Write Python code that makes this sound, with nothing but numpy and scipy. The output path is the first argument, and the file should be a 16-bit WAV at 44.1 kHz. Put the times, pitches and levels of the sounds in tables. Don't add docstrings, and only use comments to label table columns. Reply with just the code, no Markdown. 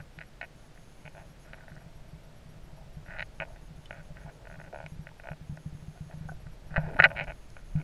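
import sys
import numpy as np
from scipy import signal
from scipy.fft import rfft, irfft
from scipy.io import wavfile
from scipy.ndimage import uniform_filter1d, minimum_filter1d

SR = 44100
rng = np.random.default_rng(int(sys.argv[2]) if len(sys.argv) > 2 else 0)


def invert_db(level):
    return 10 ** (np.asarray(level, dtype=float) / 20)


def put_to_file(sound):
    columns = np.atleast_2d(sound).T
    safe = np.clip(columns, -1, 1)
    whole_steps = np.round(safe * 32767)
    wavfile.write(sys.argv[1], SR, whole_steps.astype(np.int16))


N = 345303


def rms_one(x):
    return x / np.sqrt(np.mean(x ** 2) + 1e-20)


def in_time(rows):
    s, *columns = np.transpose(rows)
    return [np.interp(np.arange(N) / SR, s, c) for c in columns]


def drift(rate):
    r = np.exp(-80 * np.pi * rate / SR)
    slow = signal.lfilter([1], [1, -2 * r, r * r], rng.standard_normal(N // 40 + 2002))
    slow = rms_one(slow[2000:])
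    return np.interp(np.arange(N) / 40, np.arange(len(slow)), slow)


def ring(clicks, hz, t60):
    r, w = invert_db(-60 / (t60 * SR)), 2 * np.pi * hz / SR
    return signal.lfilter([0, np.sin(w)], [1, -2 * r * np.cos(w), r * r], clicks + 1e-18)


def clicks_at(times, sizes):
    samples = np.round(np.asarray(times) * SR).astype(int)
    return np.bincount(np.minimum(samples, N - 1), sizes, N)


def soften(x, hz):
    return signal.sosfilt(signal.butter(2, hz, fs=SR, output="sos"), x)


def coloured(spectrum):
    hz, level_db = np.transpose(spectrum)
    log_hz = np.log(np.arange(1, N // 2 + 2) * SR / N)
    gain = invert_db(np.interp(log_hz, np.log(hz), level_db))
    return rms_one(irfft(rfft(rng.standard_normal(N)) * gain, N))


def fading_levels(rows):
    t = np.arange(N) / SR
    return sum(invert_db(level_db) * np.clip(np.minimum(t - start, end - t) / 0.017, 0, 1)
               for start, end, level_db in rows)


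def joint(rub_db):
    # time in
    # seconds, peak in dB.
    slips = [(0.1875, -34), (0.207, -41), (0.213, -33.7), (0.2226, -42.0), (0.4129, -31),
             (0.4156, -34.5), (0.4283, -32.5), (0.431, -47), (0.4356, -43), (0.4383, -39),
             (0.4458, -41), (0.776, -51), (1.053, -44), (1.061, -42.0), (1.069, -49), (1.0771, -38.5),
             (1.1498, -43.5), (1.1681, -44), (1.1787, -40.5), (1.189, -48), (1.198, -46),
             (1.2045, -51), (1.211, -48), (1.533, -33.5), (1.542, -41), (1.585, -49.0), (1.608, -45),
             (1.6812, -40.5), (1.7, -48.0), (1.719, -46), (1.7648, -44), (1.778, -44), (3.062, -49),
             (3.072, -57), (3.085, -43.2), (3.0924, -46), (3.0983, -40), (3.1024, -52), (3.1069, -35),
             (3.115, -41.6), (3.1192, -42), (3.1253, -41), (3.1365, -38), (3.1458, -41),
             (3.1492, -42), (3.1542, -45), (3.1631, -42), (3.1666, -39), (3.1729, -39.0),
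             (3.1806, -37.3), (3.1863, -33), (3.1944, -28), (3.2024, -40), (3.2054, -29.5),
             (3.2075, -36), (3.2203, -35), (3.225, -28.5), (3.2288, -36.5), (3.2332, -48),
             (3.4009, -23.5), (3.4091, -26.5), (3.4182, -32), (3.4214, -26), (3.429, -32),
                   (3.4324, -36.4), (3.4356, -38), (3.4384, -48), (3.451, -44), (3.9081, -29.2),
                   (3.9275, -37.5), (3.972, -51), (4.1695, -38), (4.193, -59), (4.216, -55),
                   (4.2915, -45.8), (4.4535, -42), (4.4712, -37.5), (4.4996, -40), (4.513, -39),
                   (4.5255, -40), (4.5405, -41), (4.5438, -43), (4.556, -42), (4.59, -47), (4.6, -36.5),
                   (4.6149, -38.5), (4.64, -43.5), (4.648, -45), (4.6621, -45), (4.678, -46.0),
                   (4.728, -40), (4.745, -35), (4.7595, -34), (4.773, -40), (4.787, -39), (4.8025, -35),
                   (4.8133, -40), (4.8276, -41.5), (4.84, -40), (4.8623, -38.5), (5.0696, -34.5),
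                   (5.0895, -42.3), (5.1984, -39), (5.2361, -43), (5.241, -40.5), (5.2557, -39),
                   (5.2712, -34), (5.2871, -30), (5.3168, -34.5), (5.332, -41), (5.5733, -38.5),
                   (6.1117, -41.5), (6.128, -46), (6.468, -44.5),
             (6.7075, -42), (6.7141, -44), (6.742, -30), (6.7518, -39), (6.7615, -17), (6.7666, -17.5),
                  (6.7718, -21.5), (6.779, -22), (6.7851, -34), (6.7882, -37), (6.7922, -34),
                  (6.813, -41.0), (6.8521, -41), (6.8798, -48), (6.889, -38), (6.901, -46), (6.9419, -41.5),
                  (6.9449, -38.6), (6.9661, -32.5), (6.99, -21.5), (6.9948, -12.5), (7.0003, -3.5),
                  (7.003, -20), (7.0058, -17), (7.023, -13), (7.026, -19), (7.0376, -14), (7.0403, -2),
                  (7.0455, -13), (7.0505, -10), (7.0546, -12.5), (7.056, -11.5), (7.0592, -20.4),
                  (7.0627, -26.5), (7.0666, -24), (7.0741, -43),
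             (7.0873, -40), (7.1029, -35), (7.1062, -35), (7.1112, -43.3), (7.1151, -31),
                  (7.1527, -41), (7.1582, -46.2), (7.1635, -35), (7.1666, -44), (7.1705, -32.5),
                  (7.1727, -32.5), (7.178, -46), (7.181, -29.5), (7.1898, -28.5), (7.1972, -26),
                  (7.2025, -42), (7.2086, -27), (7.2126, -33), (7.2177, -34.2), (7.2214, -34),
                  (7.2264, -41), (7.2298, -39), (7.2333, -45), (7.2368, -43), (7.2402, -42),
                  (7.2447, -45.3), (7.2712, -40), (7.2764, -37), (7.2794, -36), (7.2819, -36),
                  (7.2869, -41), (7.2917, -46), (7.2952, -37.4), (7.2999, -35.1), (7.3058, -33.5),
                  (7.319, -38.5), (7.567, -36), (7.58, -46.0), (7.591, -48.5), (7.76, -50), (7.8, -49.5),
                  (7.8145, -46),
             (6.7315, -47), (6.748, -42), (6.981, -38.5), (6.988, -30.5), (6.9925, -13.5),
                  (7.0085, -27), (7.033, -22), (7.0352, -15), (7.043, -10), (7.048, -10), (6.91, -43),
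                  (6.8635, -39), (6.82, -43), (8.9, -44), (5.3, -43), (0.21, -46), (.235, -49),
                  (.4415, -44), (.451, -47), (3.56, -46)]
    # start in seconds, low walls in dB,
    # middle wall in dB, brightness in dB, top modes in dB.
    bearing_rows = [(0, -10, 6, 3, 7), (.3, -5, 7.5, 5, 9), (.422, -4, 4, 4, -4), (.7, -19, 9, 1, -3),
                    (1.0, -2, 0, 7, -6), (1.12, -1, -2, 0, -6), (1.4, -8, 3, 1, 7), (1.56, -6, 2, -12, -3),
                    (3.0, -11.5, 5, -4, -5), (3.184, -8, 6.5, 5.5, 11), (3.3, -15, -5, 5.5, -12),
                    (3.406, -3, -1.5, 1, -12), (3.8, -5.5, 1, 2, -10), (4.1, -19, 2, -2, -3),
                    (4.4, -4.5, 0.5, -4, -10), (4.7, 1, -7, -3.5, -10), (4.855, -3, 4, 9, 14),
                    (5.0, -5, 3, 0, -8), (5.22, -3.5, -3.5, -1, -13), (5.5, -4, 0.5, -7, -3),
                    (6.6, -11, -3, -14, -8), (6.757, -11.5, 2, -5.5, -5), (6.776, 0.5, -4, -7.5, -8),
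                    (6.93, -6, -0.5, -2.5, -2), (6.985, -8, -10.5, -9, -7.5), (6.998, -10, 6, -2, -7),
                    (7.015, -16, 2, -2, -1.5), (7.03, -11, -4, -3.5, -4.5), (7.038, -16.5, 3, 2, 7),
                    (7.043, -10, 6, 3, -0.5), (7.052, -10.5, 2.5, 1, -6), (7.058, -1.5, 1, -4, -5),
                    (7.08, -6.5, -5, -1, -11), (7.155, -4.5, 6, 8.5, 5), (7.204, -1.5, 3.5, 7.5, 3),
                    (7.26, -2, -1, 3, -11), (7.5, -7, -11, -2.5, -5), (7.7, 3, -21, 8, 1)]
    # pitch in Hz, level in dB, t60 in seconds.
    low_walls = [(344, -11.5, 0.004), (556, -2, 0.019), (672, -2.5, 0.022), (854, -1, 0.013)]
    high_walls = [(1250, -17, 0.017), (1464, -4, 0.02), (1900, -4, 0.011), (2225, -10.5, 0.022),
                  (2490, -8, 0.018), (2918, -11.5, 0.01), (3860, -25, 0.012), (4080, -21, 0.011),
                  (5030, -25.5, 0.01), (5600, -32, 0.0063), (6940, -26.5, 0.012), ]
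    low_signs, high_signs = [1, -1, 1, 1], [1, 1, -1, 1, -1, 1, -1, -1, 1, -1, 1]
    # start in seconds, end in seconds, level in dB.
    gurgles = [
        (1.8, 3.2, -81),
        (2.505, 2.3, -58.5),
        (2.68, 2.83, -66),
        (4.24, 4.3, -61),
        (5.5, 4.1, -54),
        (5.23, 5.35, -62),
        (6.93, 6.975, -50.5),
        (6.09, 6.15, -60.5),
        (3.46, 3.55, -63.5),
        (1.145, 1.262, -64),
    ]
    s, peak_db = np.transpose(slips)
    since, *bearing = np.transpose(bearing_rows)
    row = np.maximum(np.searchsorted(since, s) - 1, 0)
    low_db, middle_db, bright_db, top_db = np.array(bearing)[:, row]
    s, peak_db = s - 0.00017, peak_db + 1
    top_db = top_db + 0.2 * np.clip(peak_db + 25.5, -20, 0)
    tiny_sizes = invert_db(2.1 * rng.exponential(1, N).clip(0, 2.5)) * rng.choice([-1, 1], N)
    tiny = (rng.random(N) < 450 / SR) * tiny_sizes
    scatter_db = 1.4 * rng.normal(0, 1, (len(s), 15))
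    drag = scraping() * tiny
    dull_drag = soften(drag, 2300)
    gurgle = fading_levels(gurgles)
    murmur = (invert_db(rub_db - 7.5) + gurgle) * tiny + invert_db(-6.0) * drag
    low, high = np.zeros(N), np.zeros((2, N))
    for k, (hz, level_db, t60) in enumerate(low_walls):
        strikes = clicks_at(s, invert_db(peak_db + low_db + level_db + scatter_db[:, k]))
        low += low_signs[k] * ring(strikes + invert_db(level_db) * murmur, hz, t60)
    for k, (hz, level_db, t60) in enumerate(high_walls):
        tilt_db = [0, 0, middle_db, 1.3 * bright_db, bright_db, bright_db, top_db][min(k, 6)]
        strikes = clicks_at(s, invert_db(peak_db + level_db + tilt_db + scatter_db[:, 4 + k]))
        high[k // 6] += high_signs[k] * ring(strikes + invert_db(level_db + 2.0) * dull_drag, hz, t60)
    low += ring(gurgle * tiny, low_walls[2][0], 0.044)
    walls = soften(soften(low, 1400), 2400)
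    walls = walls + soften(soften(soften(high[0], 3600) + high[1], 3800), 4200)
    return signal.sosfilt(signal.butter(2, 300, "high", fs=SR, output="sos"), walls)


def scraping():
    # start in seconds, end in seconds, level in dB.
    drags = [(-.02, 0.024, -49), (0.745, 0.787, -61), (1.147, 1.235, -59), (1.438, 1.563, -59.5),
             (1.558, 1.657, -58), (1.666, 1.837, -64), (3.055, 3.196, -51), (3.55, 3.583, -55.5),
             (3.906, 4.022, -53.5), (4.142, 4.316, -57), (4.629, 4.693, -60), (5.965, 5.993, -54),
             (6.087, 6.155, -62.5), (6.18, 6.276, -62), (6.698, 6.977, -51.5), (7.093, 7.144, -53),
             (7.56, 7.607, -63), (7.745, 7.851, -56)]
    return invert_db(-85) + fading_levels(drags)


def grip(rub_db):
    # time in seconds, peak in dB.
    thumps = [(4.9196, -32.5), (4.9919, -31), (5.31, -30), (5.4945, -27.5), (5.523, -29.5), (5.6597, -27),
              (5.7258, -35.5), (5.748, -32), (5.8243, -35.5), (5.881, -31.5), (6.007, -30), (6.139, -32.5),
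              (6.209, -31), (6.2532, -31.5), (6.299, -34), (6.463, -34.5), (6.712, -35), (6.778, -18),
              (6.8363, -28.5), (6.868, -30), (6.988, -33), (6.9994, -23), (7.057, -29), (7.089, -35),
              (7.158, -34.5), (7.7528, -18), (7.76, -30), (7.772, -29)]
    # time in seconds, peak in dB.
    weaker_thumps = [(0.427, -54), (0.552, -59), (0.92, -59), (0.993, -53), (1.051, -42.5), (1.143, -46),
                     (1.198, -47), (1.26, -46), (1.295, -45), (1.492, -47), (1.715, -40), (1.77, -42.5),
                     (1.861, -39.5), (1.966, -47), (2.008, -46), (2.131, -40.5), (2.253, -48), (2.294, -57),
                     (2.41, -52), (2.458, -44), (2.488, -43.5), (2.561, -47), (2.664, -50), (2.729, -44),
                     (2.808, -44.5), (2.864, -45.5), (2.968, -36), (3.087, -44.5), (3.199, -46), (3.398, -38.5),
                     (3.519, -51), (3.616, -52), (3.706, -42), (3.779, -49), (3.905, -44), (3.982, -41),
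                     (4.104, -39), (4.153, -45), (4.248, -38), (4.479, -54), (4.533, -48), (4.582, -38.5),
                     (4.771, -50), (4.802, -48), (4.838, -41),
                     (0.001, -40.5), (0.1767, -42), (4.962, -42), (5.4121, -38), (5.574, -47), (5.676, -46),
                          (6.0628, -40), (6.172, -39), (7.0286, -46), (7.211, -37.5)]
    grip_hz = 152.7
    s, peak_db = np.transpose(thumps + [(s, 2.5 + level_db) for s, level_db in weaker_thumps])
    jolts = soften(soften(clicks_at(s - .0006, -invert_db(peak_db)), 250), 210)
    shove = invert_db(-6) * ring(jolts, 95, .055)
    pushes = rng.standard_normal(N) * invert_db(2.2 * drift(25))
    stirring = invert_db(-60.5 + 0.57 * (rub_db + 64)) * rms_one(ring(soften(pushes, 220), grip_hz, 0.07))
    return ring(jolts, grip_hz, 0.15) + shove + stirring


def pops():
    # time in seconds, peak in dB, pitch in Hz.
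    air_pops = [(3.857, -38.5, 3020), (3.859, -43.5, 3500), (3.858, -53, 4140), (4.108, -40, 594),
                (4.442, -51, 480), (4.737, -39, 576), (5.115, -41.5, 910), (5.957, -40, 697),
                (5.975, -40.5, 700), (6.098, -40, 657), (6.286, -38, 523), (6.2875, -30.5, 780),
                (6.289, -32, 1520), (6.2934, -30, 1480), (6.949, -30, 274), (6.318, -32.5, 700),
                (6.318, -41.5, 1500)]
    out = np.zeros(N)
    for s, peak_db, hz in air_pops:
        push = soften(soften(clicks_at([s], [invert_db(peak_db)]), 1.7 * hz), 0.74 * hz)
        out += ring(push, hz, 0.033 + 10.6 / hz)
    return out


def groans():
    # start in seconds, end in seconds, level in dB, pitch in Hz.
    air_groans = [
        (4.285, 4.358, -61, 470),
        (4.35, 4.406, -61, 480),
        (4.4, 4.47, -58, 490),
        (6.83, 6.97, -56, 330),
        (6.856, 6.969, -48.5, 434),
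        (7.145, 7.268, -56.5, 302.5),
        (7.782, 7.86, -51.5, 300),
        (4.17, 4.3, -69, 430),
    ]
    return sum(fading_levels([row[:3]]) * rms_one(ring(rng.standard_normal(N), row[3], 0.03))
               for row in air_groans)


def bubble():
    start_s, start_hz, rise_per_s, fade_s = 4.733, 480, 66, 0.0046
    t = np.clip(np.arange(N) / SR - start_s, 0, .03)
    turns = start_hz * np.expm1(rise_per_s * t) / rise_per_s
    swell_and_fade = np.e * t / fade_s * np.exp(-(t / fade_s) ** 2)
    return invert_db(-34.5) * swell_and_fade * np.sin(2 * np.pi * turns)


def ticks():
    # time in seconds, peak in dB.
    grain_ticks = [
        (1.7554, -54),
        (3.8574, -54),
        (4.8628, -52),
        (5.57, -53),
        (6.287, -58),
        (7.241, -49),
        (7.5032, -50),
    ]
    s, peak_db = np.transpose(grain_ticks)
    hits = clicks_at(s, invert_db(peak_db))
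    return invert_db(6.5) * ring(hits, 5200, 0.0027) - invert_db(-3.0) * ring(hits, 8800, 0.0034)


def spray():
    start_s, end_s, band_hz = 6.88, 7.22, (8500, 11900)
    t = np.arange(N) / SR
    grains = rng.standard_normal(N) * invert_db(4.0 * drift(40))
    band = signal.sosfilt(signal.butter(2, band_hz, "band", fs=SR, output="sos"), grains)
    fade = np.clip(np.minimum(t - start_s, end_s - t) / .06, 0, 1)
    return invert_db(-74) * fade * rms_one(band)


def swell(swell_db):
    # frequency in Hz, level in dB per Hz.
    swell_spectrum = [(10, 2), (22, 2), (45, 1), (75, -11.5), (110, -8), (180, -18), (300, -52.5),
                      (2000, -110)]
    return invert_db(swell_db + 1.8 * drift(25.0)) * coloured(swell_spectrum)


def circuit():
    # start in seconds, length in seconds, kind.
    memory_writes = [(.56, .105, 0), (.665, .013, 1), (.745, .355, 1), (1.126, .112, 1), (1.25, .048, 0),
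                     (1.398, .038, 2), (3.205, .06, 0), (3.346, .055, 0), (3.481, .065, 1),
                     (3.614, .062, 1), (3.76, .105, 0), (3.9, .048, 1), (4.031, .052, 1), (4.197, .054, 1),
                     (4.32, .052, 1), (4.483, .05, 1), (4.599, .05, 1), (4.746, .037, 1), (4.883, .038, 2),
                     (5.45, .118, 0), (5.586, .115, 1), (5.738, .12, 1), (5.867, .243, 1), (6.134, .044, 1),
                     (6.279, .038, 2), (7.235, .112, 0), (7.347, .12, 1), (7.492, .118, 1), (7.645, .12, 1),
                     (7.789, .04, 1)]
    # pulses per second, level in dB, coil pitch in Hz.
    write_kinds = [
        (140, -77.5, 10440),
        (138, -76.5, 10450),
        (265, -72, 10600),
    ]
    blip_starts = [0.01, .147, .263, .439, 1.297, 1.439, 1.539, 1.682, 1.804, 1.952, 2.082, 2.233, 2.363,
                   2.489, 2.634, 2.763, 2.932, 3.052, 4.925, 5.015, 5.178, 5.301, 6.176, 6.325, 6.4, 6.518,
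                   6.667, 6.802, 6.962, 7.083]
    # pitch in Hz, rms level in dB.
    blip_tones = [(5630, -77.5), (9884, -82.5), (11278, -74)]
    out, t = np.zeros(N), np.arange(N) / SR
    for s, length, kind in memory_writes:
        per_s, level_db, coil_hz = write_kinds[kind]
        at, count = round(s * SR), int(length * per_s) + 1
        wander = .006 * np.cumsum(rng.standard_normal(count)) / np.sqrt(count)
        beats = np.arange(count) + wander
        pulses = np.zeros(round((length + .01) * SR))
        pulses[np.abs(beats * SR / per_s).astype(int)] = 1
        high = ring(ring(pulses, coil_hz, 0.004), coil_hz, 0.0055)
        upper = ring(ring(pulses, 10900, 0.0036), 11200, 0.005) + .15 * ring(pulses, 9600, .004)
        low = ring(pulses + 0.081 * rng.standard_normal(len(pulses)), 6520, 0.01)
        coils = rms_one(high) + invert_db(-6) * rms_one(upper) + invert_db(1) * rms_one(low)
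        out[at:at + len(pulses)] += invert_db(level_db) * coils[:N - at]
    on_off = clicks_at(blip_starts, None) - clicks_at(np.add(blip_starts, .027), None)
    gate = uniform_filter1d(np.cumsum(on_off), size=40)
    tones = sum(np.sqrt(2) * invert_db(level_db) * np.sin(2 * np.pi * hz * t) for hz, level_db in blip_tones)
    return out + gate * tones


def hiss():
    # frequency in Hz, level in dB per Hz.
    hiss_spectrum = [(110, -36), (180, -15), (213, -6.5), (338, -9.5), (634, -11.5), (1080, -18.5),
                     (1460, -17.5), (4500, -25.5), (8470, -33), (11000, -35.5), (12600, -40.5),
                     (13200, -34.5), (15300, -40.5)]
    return invert_db(-59.5) * coloured(hiss_spectrum)


def scene():
    # time in seconds, swell in dB, dull rubbing of the joint in dB.
    water = [(0.0, -51, -73), (0.3, -53.5, -63), (4.01, -48, -59), (4.6, -50, -54.5), (5.34, -52.5, -65.5),
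             (6.04, -53.5, -65.5), (6.43, -42, -59.5), (6.61, -52, -62), (6.78, -35, -47.5),
             (6.93, -41.5, -41.5), (7.13, -50, -39.5), (7.3, -43.5, -50.5), (7.44, -50, -72),
             (7.79, -42.5, -60), (7.83, -55, -44)]
    swell_db, rub_db = in_time(water)
    handling = joint(rub_db) + grip(rub_db)
    air = pops() + groans() + bubble()
    sand = ticks() + spray()
    return (handling + air + sand + swell(swell_db) + circuit() + hiss())[None]


def flicker(x):
    dropouts = [.2, .43, .7, 1.055, 1.53, 1.57, 3.2, 3.41, 3.9, 4.78, 4.83, 4.99, 5.19, 6.47, 6.745, 7.0,
                7.03, 7.565]
    hz, s, bins = signal.stft(x, SR, nperseg=2048)
    kept = np.repeat(rng.random((129, len(s))) < .55, 8, axis=0)[:len(hz)]
    kept[:, np.abs(s[:, None] - np.array(dropouts)).min(axis=1) < .025] = False
    gain = np.where(kept | (hz[:, None] < 12800), 1, .08)
    return signal.istft(bins * gain, SR)[1][..., :N]


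def roll_off(x):
    return signal.sosfilt(signal.butter(12, 15190, fs=SR, output="sos"), x)


def record(dry):
    wanted = np.minimum(1, .86 / (np.abs(dry) + 1e-9))
    held = dry * uniform_filter1d(minimum_filter1d(wanted, size=129), size=65)
    return roll_off(flicker(held))


dry = scene()
out = record(dry)
put_to_file(out)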